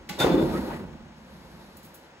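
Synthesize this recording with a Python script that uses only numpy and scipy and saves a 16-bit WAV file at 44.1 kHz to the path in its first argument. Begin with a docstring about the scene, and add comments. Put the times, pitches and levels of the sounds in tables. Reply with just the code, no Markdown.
"""A click and a steel clank come first, as a leg press in a quiet gym takes up its slack.
A loose pin sings, a pulley squeaks, and the seat judders and knocks as it starts to move.
It rolls out along its rail, halts, and rolls softly back with a few ticks of the cable.
Its rollers shake the machine into a rumble, and its sleeves hiss along the guide rods.
Ventilation fills the room; two microphone ports (openings) hear the treble one after the other."""
import sys
import numpy as np
from scipy import signal
from scipy.fft import rfft, irfft, next_fast_len
from scipy.io import wavfile
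from scipy.ndimage import uniform_filter1d, map_coordinates

SR = 44100
rng = np.random.default_rng(int(sys.argv[2]) if len(sys.argv) > 2 else 0)


def waveform_to_disk(signal):
    """Save audio, clipped to [-1, 1], as 16-bit WAV at the path in sys.argv[1]."""
    frames = np.transpose(np.atleast_2d(signal))
    scaled = np.clip(frames, -1, 1) * 32767
    samples = np.round(scaled).astype(np.int16)
    wavfile.write(sys.argv[1], SR, samples)


N = 97020

# Tone of the ventilation: (frequency [Hz], relative level [dB])
AIR_TONE = [(25, -78), (60, -11), (150, 7), (300, 6), (600, -9), (900, -9.5), (1600, -1.5), (3000, -6.5),
            (6000, -13.5), (9500, -26), (12000, -54), (15500, -55)]
# How long the room echoes: (frequency [Hz], time to fade by 60 dB [s])
ROOM_DECAY = [(200, 0.96), (1000, 0.26), (4000, 0.6), (12000, 0.14)]
# Hiss on the guide rods over time: (time [s], relative level [dB])
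SLIDE_LEVELS = [(0.0, -104), (0.14, -63), (0.27, -69), (0.42, -59), (0.58, -59), (0.66, -61), (0.82, -72),
                (0.91, -108), (1.21, -76.5), (1.42, -69), (1.55, -71), (1.87, -72), (2.06, -75), (2.2, -99)]
# Tones of the rod hiss, the rollers' grit and a bright click: (frequency [Hz], relative level [dB])
HISS_TONE = [(2000, -32), (4000, 2), (7000, -13), (9500, -13.5), (12000, -8), (15500, -28.5)]
GRIT_TONE = [(500, 7), (900, 8), (2000, -9), (4000, -14.5), (8000, -34), (15000, -25)]
CLICK_TONE = [(500, -50), (2000, 4), (5000, 7), (9000, 2.5), (12000, 8), (15500, 5)]
# Resonances, the pitches each part likes to ring at: (frequency [Hz], width [Hz], relative level [dB])
DUCT_RESONANCES = [(892, 127, 8.5), (538, 39, 10)]
SCRAPE_RESONANCES = [(1860, 380, 0)]
PIN_RESONANCES = [(3444, 51, 6), (3570, 160, 5), (3900, 73, 0), (4264, 180, -5)]
RAIL_RESONANCES = [(152.2, 11.5, -2.5), (176, 11.3, -6.5), (195.2, 22.3, -1.5), (233.8, 24.2, -2.5)]
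FRAME_RESONANCES = [(268, 24, -3), (322, 18, 0), (350, 20, 0), (432, 22, -9), (460, 22, -10), (524, 16, -5),
                    (556, 25, -11), (610, 40, -13)]
PLATE_RESONANCES = [(737, 8.8, -8), (868, 17.4, 13.5), (961, 10.3, 4), (1210, 8.3, 4.5), (1480, 104, -7.5),
                    (1923, 24, 1.5), (2450, 660, -25)]
BASE_RESONANCES = [(45, 24.8, 0), (77.8, 30.4, -5)]
PORT_RESONANCES = [(9300, 2200, 0)]
# Rubs of the seat's carriage: (time [s], length [s], level [dB])
CARRIAGE_RUBS = [(0.533, 0.1, -44.5), (0.656, 0.17, -48.5)]
# Pulley squeaks: (time [s], length [s], middle pitch [Hz], level [dB])
PULLEY_SQUEAKS = [(0.204, 0.031, 1431, -24), (.535, 0.045, 1280, -33.5)]
# The loose pin singing: (time [s], relative level [dB])
PIN_LEVELS = [(.191, -48), (.199, -28), (.232, -29), (.247, -36), (.256, -52), (.29, -52), (.3, -44),
              (.31, -50), (.32, -43), (.352, -44), (.36, -62), (.374, -60), (.381, -47), (.425, -48),
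              (.44, -62), (.52, -60), (.62, -68)]
# Cable and pulley clicks: (time [s], relative level [dB], dullness [below 0 is brighter], rise time [s])
CABLE_CLICKS = [(0.0902, -50.5, 1, 0.00025), (0.0926, -40.5, 1, 0.0022), (0.188, -36.5, 0.38, 0.0039),
                (.198, -25.5, 0.94, 0.012), (1.769, -52.5, -0.9, .0002), (1.829, -50.5, -0.083, .006),
                (1.847, -50.5, -1.1, .004), (1.9422, -48.5, -0.83, 0.0016), (1.953, -57, -1.1, .0003)]
# Hits on the steel: (time [s], relative level [dB])
STEEL_HITS = [(.093, -29.5), (.197, -27), (.212, -48)]
# Notes in one clank: (frequency [Hz], relative level [dB], time to fade by 60 dB [s])
STEEL_NOTES = [(824, -1, .07), (1140, -6, .05), (1470, -2, .04), (2010, -6, .05), (2210, -4, .04),
               (2600, -8, .04), (2980, -9, .04), (3770, 1, .025), (4090, -5, .025), (4480, -4, .025),
               (6800, -12, .02), (9150, -14, .03)]
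# How strongly each part rumbles: (time [s], rail [dB], frame [dB], weight plates [dB], base [dB])
RUMBLE_LEVELS = [(0.0, -56, -44.5, -56, -42), (0.08, -49.5, -62, -55, -59), (0.1, -40.5, -43.5, -44, -51),
                 (0.17, -47.5, -44, -48.5, -46), (0.21, -47, -29, -24, -60), (0.25, -29.5, -21, -21.5, -46),
                 (0.28, -40, -26, -24, -47), (0.32, -20, -20.5, -27.5, -51), (0.35, -31.5, -19, -30.5, -23),
                 (0.39, -23, -26, -30.5, -40), (0.43, -27, -20, -32.5, -31), (0.47, -30, -27.5, -34, -37.5),
                 (0.54, -27, -32.5, -34, -31), (0.56, -28, -27, -36.5, -43), (0.62, -33.5, -31.5, -38, -36),
                 (0.67, -36, -34, -37.5, -50), (0.72, -39.5, -42.5, -33.5, -43),
                 (0.75, -35.5, -36.5, -39.5, -44), (0.91, -42.5, -47.5, -51, -44),
                 (1.16, -52, -65.5, -56.5, -55), (1.49, -50, -55.5, -53, -51.5),
                 (2.2, -60, -65, -57.5, -66)]
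# Knocks of the seat: (time [s], relative level [dB], pitch [Hz])
SEAT_KNOCKS = [(0.099, -25, 187), (.188, -25, 560), (0.205, -21, 374), (0.222, -15, 315), (0.2443, -3, 477),
               (0.259, -16.5, 407), (0.282, -14, 358), (0.2993, -6.5, 320), (.309, -12, 194.4),
               (0.341, -4, 351), (0.376, -3, 332), (0.395, -11, 344), (0.414, -16, 357), (.423, -21.5, 325),
               (0.437, -27, 234), (0.453, -34, 350), (0.547, -26, 215), (0.682, -18, 350),
               (0.742, -28, 232), (0.826, -32, 182), (1.118, -37.5, 153), (1.348, -33.5, 145),
               (1.535, -35.5, 170), (1.836, -39, 185), (1.854, -38.5, 148)]
# How alike the two ports sound: (frequency [Hz], likeness [0 to 1])
PORT_LIKENESS = [(100, .98), (350, .9), (800, .55), (2000, .5), (4500, .35), (6000, .6), (6800, .99),
                 (15700, .99)]
# How late the left port hears steady sounds and struck ones: (frequency [Hz], lag [cycles])
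STEADY_LAG = [(300, 0), (2000, .22), (4500, .5), (6900, 1), (15950, 3)]
STRUCK_LAG = [(300, 0), (1700, .05), (3900, .05), (5200, .5), (6900, 1), (15950, 3)]
# How much louder the left port is: (frequency [Hz], left over right [dB])
PORT_BALANCE = [(100, -2.5), (500, 0), (2500, 2.5), (6000, -0.5)]


def amp(db):
    """Turn decibels into a number to multiply by."""
    return 10 ** (np.asarray(db) / 20)


def unit(x):
    """Scale a sound to an average power of 1."""
    return x / np.sqrt(np.mean(x ** 2) + 1e-20)


def along(points, hz):
    """Read between the rows of a (frequency, value) table, on a log frequency scale."""
    freqs, values = np.transpose(points)
    return np.interp(np.log(hz + 1), np.log(freqs + 1), values)


def curves(rows):
    """Turn each dB column of a time table into one gain per sample."""
    times, *columns = np.transpose(rows)
    return [amp(np.interp(np.arange(N) / SR, times, db)) for db in columns]


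def wobble(rate, depth_db):
    """A gain that glides through `rate` random values a second."""
    values = rng.standard_normal(int(N * rate / SR) + 4)
    return unit(amp(depth_db * map_coordinates(values, [np.arange(N) * rate / SR])))


def filtered(x, response):
    """Change the strength and timing of each frequency in x."""
    size = next_fast_len(N + SR // 2)
    return irfft(rfft(x, size) * response(np.fft.rfftfreq(size, 1 / SR)), size)[..., :N]


def body(peaks):
    """The filter of an object that rings at these resonances."""
    return lambda f: sum((-1) ** k * amp(db) * 1j * f * width / (hz * hz - f * f + 1j * f * width)
                         for k, (hz, width, db) in enumerate(peaks))


def colour(points):
    """The filter that follows a tone table."""
    return lambda hz: amp(along(points, hz))


def grains(rate, depth_db):
    """Two gritty noises that swell together under one unsteady contact force."""
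    return rng.standard_normal((2, N)) * wobble(rate, depth_db)


def even(x, window_s=0.04):
    """Soften chance swells that last longer than the window."""
    power = np.abs(uniform_filter1d(x ** 2, size=round(window_s * SR)))
    return x / np.sqrt(power + 0.27)


def add(out, start, x):
    """Mix x into out at a start time in seconds."""
    i = round(start * SR)
    out[:, i:i + x.shape[1]] += x[:, :N - i]


def ventilation(level_db=-54):
    """A steady rush of air, coloured by the ringing of its duct."""
    tone = lambda hz: amp(along(AIR_TONE, hz)) * (1 + 2 * np.abs(body(DUCT_RESONANCES)(hz)))
    return amp(level_db) * unit(filtered(rng.standard_normal((2, N)), tone))


def room_echo(x):
    """The room answers a sound, and each frequency dies away at its own speed."""
    hz, t, spectrum = signal.stft(rng.standard_normal((2, SR // 2)), SR, nperseg=256)
    fade = amp(-60 * t / along(ROOM_DECAY, hz)[:, None])
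    tail = signal.istft(spectrum * fade, SR, nperseg=256)[1]
    delayed = np.pad(x, ((0, 0), (300, 0)))
    return signal.fftconvolve(delayed, tail / np.linalg.norm(tail[0]), axes=1)[:, :N]


def rod_hiss():
    """Sleeves (bushings) hiss as they slide on the guide rods."""
    level, = curves(SLIDE_LEVELS)
    return amp(7) * level * unit(filtered(grains(27, depth_db=1.2), colour(HISS_TONE)))


def carriage_scrapes():
    """The carriage under the seat rubs, with a gritty sound that swells and fades."""
    t = np.arange(N) / SR
    level = sum(amp(db) * np.sin(np.pi * np.clip((t - start) / length, 0, 1))
                for start, length, db in CARRIAGE_RUBS)
    return level * unit(filtered(grains(67.3, depth_db=3.0), body(SCRAPE_RESONANCES)))


def pulley_squeaks(pitch_rise=0.12):
    """The pulley gives short, rough tones that climb in pitch as they swell and fade."""
    out = np.zeros((2, N))
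    for start, length, hz, db in PULLEY_SQUEAKS:
        t = np.arange(round(length * SR)) / SR
        jitter = 0.069 * np.cumsum(rng.standard_normal((2, SR // 10)), axis=1)[:, :len(t)]
        phase = 2 * np.pi * hz * t * (1 + pitch_rise * (t / length - 1) / 2)
        add(out, start, amp(db) * np.sin(np.pi * t / length) * np.sin(phase + jitter))
    return out


def loose_pin(settled_hz=3545, sag_hz=45, settle_s=0.08):
    """A loose pin rattles and sings an unsteady note that sags in pitch."""
    t = np.arange(N) / SR
    start, end = PIN_LEVELS[0][0], PIN_LEVELS[-1][0]
    level, = curves([(start - 0.01, -90)] + PIN_LEVELS + [(end + 0.2, -90)])
    wander = 0.53 * np.log([wobble(120, depth_db=8.7), wobble(120, depth_db=8.7)])  # radians
    hz = settled_hz + sag_hz * np.exp(-np.abs(t - start) / settle_s)
    rattle = unit(filtered(grains(90, depth_db=4), body(PIN_RESONANCES)))
    tone = np.sin(2 * np.pi * np.cumsum(hz) / SR + wander + [[0], [np.pi / 2]])
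    return amp(3) * level * tone + amp(-4.5) * uniform_filter1d(level, size=SR // 30) * rattle


def cable_clicks(dull_db_per_octave=7.5):
    """Cable and pulley crack: each click is a tick of noise and a dying rattle."""
    out, t = np.zeros((2, N)), np.arange(SR // 6) / SR
    hz = np.fft.rfftfreq(len(t), 1 / SR)
    octaves = np.log2((hz + 300) / 11000)
    fade = amp(-4 - 60 * t / 0.0018) + amp(-60 * t / 0.039) + amp(-13.5 - 60 * t / 0.2)
    for start, db, dullness, rise in CABLE_CLICKS:
        tone = amp(along(CLICK_TONE, hz) - dullness * dull_db_per_octave * octaves)
        noise = irfft(rfft(rng.standard_normal((2, len(t)))) * tone, len(t))
        add(out, start, amp(db) * noise * fade * (1 - np.exp(-t / rise)))
    return out


def steel_clanks(rise_s=0.005):
    """The pin that selects the weight and the top plate ring with many short notes at once."""
    out, t = np.zeros((2, N)), np.arange(SR // 3) / SR
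    for start, db in STEEL_HITS:
        ring = np.zeros((2, len(t)))
        for hz, note_db, decay_s in STEEL_NOTES:
            chance = rng.standard_normal(3)  # varies the note's level and its two phases
            fade = amp(note_db + 2 * chance[0] - 60 * t / decay_s)
            ring += fade * np.sin(2 * np.pi * hz * t + 3 * chance[1:, None])
        add(out, start, amp(db) * ring * (1 - np.exp(-t / rise_s)))
    return out


def seat_rolling(stop_s=1.87, stop_fade_s=0.078, stop_db=-8):
    """Rollers shake the rail, frame, weight plates and base; the rail quietens as the seat stops."""
    rail_level, frame_level, plate_level, base_level = curves(RUMBLE_LEVELS)
    rough_force = grains(60.22, depth_db=5.5)
    rail = even(unit(filtered(rough_force, body(RAIL_RESONANCES))))
    frame = even(unit(filtered(rough_force, body(FRAME_RESONANCES))))
    fine_force = grains(89.54, depth_db=1.5)
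    plate_ring = unit(filtered(fine_force, body(PLATE_RESONANCES)))
    grit = unit(filtered(fine_force, colour(GRIT_TONE)))
    plates = even(unit(plate_ring + amp(6.5) * grit))
    base = even(unit(filtered(rng.standard_normal((2, N)), body(BASE_RESONANCES))))
    stopping = amp(stop_db * np.clip((np.arange(N) / SR - stop_s) / stop_fade_s, 0, 1))
    return rail_level * stopping * rail + frame_level * frame + plate_level * plates + base_level * base


def seat_knocks(cycles_to_peak=1.39):
    """The seat judders with soft, padded blows, each only a few vibrations long."""
    out, t = np.zeros((2, N)), np.arange(SR // 20) / SR
    for start, db, hz in SEAT_KNOCKS:
        age = t * hz / cycles_to_peak
        swell = age ** 2 * np.exp(2 - 2 * age)
        add(out, start, amp(db - 8.0) * swell * np.sin(2 * np.pi * hz * t + [[0], [1.5]]))
    return out


def ports(pair, lag):
    """Blend two versions of a sound so the ports hear it partly alike, the left one later."""
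    angle = lambda hz: np.arccos(np.clip(along(PORT_LIKENESS, hz), 0, 1)) / 2
    shared, side = filtered(pair, lambda hz: np.array([np.cos(angle(hz)), np.sin(angle(hz))]))
    freqs, cycles = np.transpose(lag)
    delay = lambda hz: np.exp(-1j * np.pi * np.outer([1, -1], np.interp(hz, freqs, cycles)))
    return filtered(np.array([shared + side, shared - side]), delay)


def scene():
    """Mix the struck parts and their echo with the steady sounds."""
    knocks, clicks, clanks = seat_knocks(), cable_clicks(), steel_clanks()
    echo = amp(-10.5) * room_echo(knocks) + room_echo(amp(-4) * clicks + amp(-2.5) * clanks)
    struck = knocks + clicks + clanks + echo + loose_pin() + pulley_squeaks()
    steady = seat_rolling() + rod_hiss() + carriage_scrapes() + ventilation()
    return ports(struck, STRUCK_LAG) + ports(steady, STEADY_LAG)


def record(dry):
    """The two ports differ in level and ring in the treble; the deepest and highest sounds are cut."""
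    def microphone(hz, low_hz=44, top_hz=15750):
        balance = amp(np.array([[0.5], [-0.5]]) * along(PORT_BALANCE, hz))
        band = hz ** 4 / (hz ** 4 + low_hz ** 4) * (hz < top_hz)
        return balance * (1 + body(PORT_RESONANCES)(hz)) * band
    return filtered(dry, microphone)


dry = scene()
out = record(dry)
waveform_to_disk(out)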